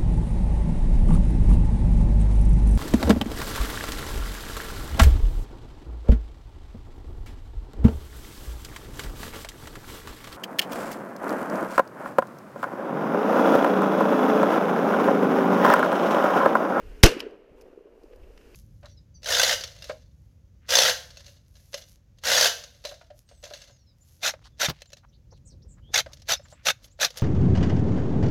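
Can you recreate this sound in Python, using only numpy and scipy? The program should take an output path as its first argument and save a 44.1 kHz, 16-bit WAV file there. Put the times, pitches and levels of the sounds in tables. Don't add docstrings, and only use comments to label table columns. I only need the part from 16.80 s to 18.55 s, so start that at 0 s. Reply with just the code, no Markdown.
import sys
import numpy as np
from scipy import signal
from scipy.fft import rfft, irfft
from scipy.io import wavfile

SR = 44100
rng = np.random.default_rng(int(sys.argv[2]) if len(sys.argv) > 2 else 0)


def waveform_to_disk(signal):
    frames = np.transpose(np.atleast_2d(signal))
    scaled = np.clip(frames, -1, 1) * 32767
    samples = np.round(scaled).astype(np.int16)
    wavfile.write(sys.argv[1], SR, samples)


N = 77175
TIME = np.arange(N) / SR
FREQS = np.maximum(np.fft.rfftfreq(N, 1 / SR), 1)
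BLAST_S = .2352

# frequency_hz, level_db
CRACK_SPECTRUM = [(150, -12), (520, 2.5), (700, -3), (850, -2), (1050, -8), (1450, 5.5), (1950, -9),
                  (2300, -2), (2700, 2), (3800, -7), (4500, -4.5), (5700, -2), (8200, -15), (11000, -13),
                  (15000, -21)]


def from_db(db):
    return 10 ** (np.asarray(db) / 20)


def level(curve):
    return from_db(np.interp(TIME, *np.transpose(curve)))


def noise(spectrum, tilt_db=0):
    hz, db = np.transpose(spectrum)
    shape_db = np.interp(np.log(FREQS), np.log(np.sort(hz)), db)
    gain = from_db(shape_db + tilt_db * np.log2(np.maximum(FREQS, 900)))
    x = irfft(rfft(rng.standard_normal(N)) * gain, N)
    return x / x.std()


def since(start):
    return np.maximum(TIME - start, 0)


def burst(start, rise_s, t60_s):
    t = since(start)
    return (1 - np.exp(-t / rise_s)) * np.exp(-np.log(1000) * t / t60_s)


def swell(centre_s, half_s):
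    return np.exp(-((TIME - centre_s) / half_s) ** 2)


def thud(start, hz, swell_s):
    u = since(start) / swell_s
    return u ** 2 * np.exp(2 * (1 - u)) * np.sin(2 * np.pi * hz * since(start))


def flutter(rate_hz, depth_db):
    slow = signal.sosfilt(signal.butter(2, rate_hz, fs=SR, output="sos"), rng.standard_normal(N))
    gain = from_db(depth_db * np.clip(slow / slow.std(), -2, 2))
    return gain / np.sqrt(np.mean(gain ** 2))


def fade_by_band(x, start, t60_s, exponent):
    octave = np.clip(np.log2(FREQS / 2000), -5, 3)
    spectrum, out = rfft(x), 0
    for k in range(-5, 4):
        band = irfft(spectrum * np.maximum(1 - abs(octave - k), 0), N)
        out = out + band * np.exp(-np.log(1000) * since(start) / (t60_s * 2 ** (exponent * k)))
    return out


def air():
    # frequency_hz, level_db
    hiss_spectrum = [(60, 2.5), (130, 5), (230, 13.5), (450, 17), (700, 2), (1100, -2), (1500, 2.5),
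                     (2000, -3), (2850, 0.5), (3500, -12.5), (5000, -17.5), (8000, -32), (15000, -40)]
    wind_spectrum = [(15, 2.5), (40, 5), (70, -3.5), (110, -14), (200, -26), (500, -55)]
    treble_spectrum = [(1500, -20), (3200, -5.5), (5000, 0.5), (6500, -1.5), (8000, -7), (12000, -6.5),
                       (15000, -9)]
    # time_s, level_db
    hiss_curve = [(0, -53), (.22, -53), (.3, -68.5), (.65, -61.5), (.8, -63.5), (1.1, -68), (1.3, -65),
                  (1.44, -62), (1.54, -62.5), (1.63, -57.5), (1.75, -56.5)]
    wind_curve = [(0, -51.5), (.08, -40), (.2, -50), (.35, -58), (.55, -63.5), (.8, -57), (1.05, -67),
                  (1.2, -58), (1.32, -59.5), (1.42, -45.5), (1.49, -48.5), (1.54, -52.5), (1.75, -54)]
    treble_curve = [(0, -70.5), (.22, -69), (.35, -80), (.65, -86), (.85, -78.5), (1.08, -84.5),
                    (1.25, -76), (1.45, -76.5), (1.53, -74), (1.62, -71), (1.75, -69)]
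    hiss = level(hiss_curve) * noise(hiss_spectrum)
    wind = level(wind_curve) * noise(wind_spectrum)
    treble_hiss = level(treble_curve) * noise(treble_spectrum)
    return hiss + wind + treble_hiss


def handling():
    # frequency_hz, level_db
    steel_spectrum = [(100, -34), (500, -14.5), (800, -19.5), (1200, -10), (1400, -12.5), (1700, -3),
                      (2050, -8), (2400, 0.5), (3000, 1.5), (3400, -11.5), (3750, -3.5), (4250, -7.5),
                      (4950, 0.5), (6200, -8), (8500, -17.5), (10200, -13), (13000, -14), (15500, -23.5)]
    cloth_spectrum = [(300, -20), (1500, -12), (2800, 4), (3800, -8), (8000, -19), (15000, -30)]
    # start_s, level_db, tilt_db_per_octave, t60_s
    impacts = [(0.2294, -34, 7, 0.024), (.3765, -59, 7.5, .025), (0.3943, -42, 1, 0.035),
               (0.4031, -24.5, -4, 0.022), (.5084, -55, -1, 0.013), (.8111, -51.5, 4.5, 0.024),
               (0.8185, -54.5, 5, .018), (1.234, -58, 1, 0.02), (1.3335, -50.5, -11, .018),
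               (1.3594, -58.5, 5.5, .02), (1.576, -43.5, -6, 0.019), (1.6114, -54, -8, 0.031),
               (1.7454, -45, -5, .03)]
    # centre_s, level_db, half_length_s, tilt_db_per_octave
    strokes = [(.79, -73, .028, 7), (1.33, -66, 0.0096, -2), (1.437, -65, 0.0098, -1)]
    # start_s, peak_db, pitch_hz
    bumps = [(.717, -44.5, 170)]
    clicks = sum(from_db(db) * noise(steel_spectrum, tilt) * burst(start, rise_s=.00058, t60_s=t60)
                 for start, db, tilt, t60 in impacts)
    rubs = sum(from_db(db) * noise(cloth_spectrum, tilt) * swell(centre, half)
               for centre, db, half, tilt in strokes)
    squeak = from_db(-61.5) * swell(.205, half_s=.004) * np.sin(2 * np.pi * 6900 * TIME)
    knocks = sum(from_db(db) * thud(start, hz, swell_s=.0015) for start, db, hz in bumps)
    return clicks + rubs + squeak + knocks


def slope_echoes():
    # start_s, peak_db, pitch_hz
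    returns = [(.2545, -11, 385), (0.2626, -11.5, 348), (0.299, -26.5, 423), (.3205, -22.5, 470),
               (.3655, -25, 334), (0.4328, -33, 370), (0.465, -28, 420), (0.9743, -35.5, 410),
               (1.007, -42.5, 430), (1.055, -42, 400), (1.2396, -41.5, 374), (1.3085, -42, 470)]
    # time_s, level_db
    roll_curve = [(.3, -64.5), (.41, -47), (.53, -46), (.6, -56), (.7, -58.5), (.86, -52), (1.05, -55),
                  (1.15, -55.5), (1.3, -55), (1.5, -56), (1.75, -67.5)]
    # frequency_hz, level_db
    roll_spectrum = [(60, -27), (160, -25.5), (260, -6.5), (350, -2.5), (450, 3), (560, -3.5), (700, -14.5),
                     (1000, -18.5), (1800, -29.5), (2800, -32.5), (3600, -41.5), (8000, -61)]
    echoes = sum(from_db(db) * thud(start, hz, swell_s=.0035) for start, db, hz in returns)
    roll = level(roll_curve) * noise(roll_spectrum) * flutter(rate_hz=70, depth_db=3)
    return echoes + roll


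def trunk_reflections():
    # start_s, level_db, tilt_db_per_octave
    slaps = [(0.2396, -7.5, 0), (0.2576, -15.5, -2.5), (0.2624, -14, 1.5), (0.2664, -13, -3),
             (.279, -19, -5.5), (.2838, -27.5, -0.5)]
    return sum(from_db(db) * noise(CRACK_SPECTRUM, tilt) * burst(start, rise_s=.00016, t60_s=.02)
               for start, db, tilt in slaps)


def wood_reverberation():
    # frequency_hz, level_db
    near_spectrum = [(60, -12), (150, -7.5), (240, 5), (350, 7), (520, 11), (720, -6), (1050, -9.5),
                     (1500, -2.5), (2000, -7.5), (2700, 0.5), (3500, -9), (5500, -11), (8500, -22),
                     (11000, -23), (15000, -31)]
    far_spectrum = [(60, -28), (140, -22.5), (240, -1.5), (420, 5), (600, -8), (800, -15), (1200, -13),
                    (1600, -11.5), (2100, -14), (2900, -9.5), (3500, -24), (4800, -23), (8000, -40.5),
                    (15000, -49)]
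    near_rise_s, far_hold_s = .0047, .16
    near = fade_by_band(noise(near_spectrum), BLAST_S, t60_s=.19, exponent=.02)
    far = fade_by_band(noise(far_spectrum), BLAST_S + far_hold_s, t60_s=.41, exponent=-.12)
    near *= 1 - np.exp(-since(BLAST_S) / near_rise_s)
    near *= flutter(rate_hz=510, depth_db=3)
    far *= TIME > BLAST_S
    return from_db(-7.5) * near + from_db(-38.5) * far


def ground_thump():
    start_s, pitch_hz = .2438, 156
    envelope = from_db(-6) * burst(start_s, rise_s=.0003, t60_s=.05)
    return envelope * np.sin(2 * np.pi * pitch_hz * since(start_s))


def action_snap():
    # frequency_hz, level_db
    snap_spectrum = [(300, -21.5), (1500, -15), (2950, -1), (3800, -8), (5300, 2.5), (7000, -9.5),
                     (9000, -16.5), (13000, -13), (15500, -19)]
    return from_db(-10) * noise(snap_spectrum) * burst(.2313, rise_s=.0002, t60_s=.018)


def muzzle_blast():
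    crack = from_db(5.5) * noise(CRACK_SPECTRUM) * burst(BLAST_S, rise_s=.0001, t60_s=.026)
    wave_start_s, first_swing_s, band_hz = .2368, .0062, [10, 383]
    u = since(wave_start_s) / first_swing_s
    wave = (u > 0) * (u - 1) * np.exp(-u)
    wave = signal.sosfilt(signal.butter(2, band_hz, "band", fs=SR, output="sos"), wave + 1e-18)
    wave *= from_db(11.5) * swell(wave_start_s, half_s=.025)
    rebound = -from_db(-22) * swell(.279, half_s=.014)
    return crack + wave + rebound


def scene():
    shot = action_snap() + muzzle_blast()
    reflections = ground_thump() + trunk_reflections() + wood_reverberation() + slope_echoes()
    return (shot + reflections + handling() + air())[None]


def record(dry):
    knee, cutoff_hz = 6, 15400
    clipped = dry / (1 + abs(dry) ** knee) ** (1 / knee)
    return signal.sosfilt(signal.ellip(12, .1, 90, cutoff_hz, fs=SR, output="sos"), clipped)


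dry = scene()
out = record(dry)
waveform_to_disk(out)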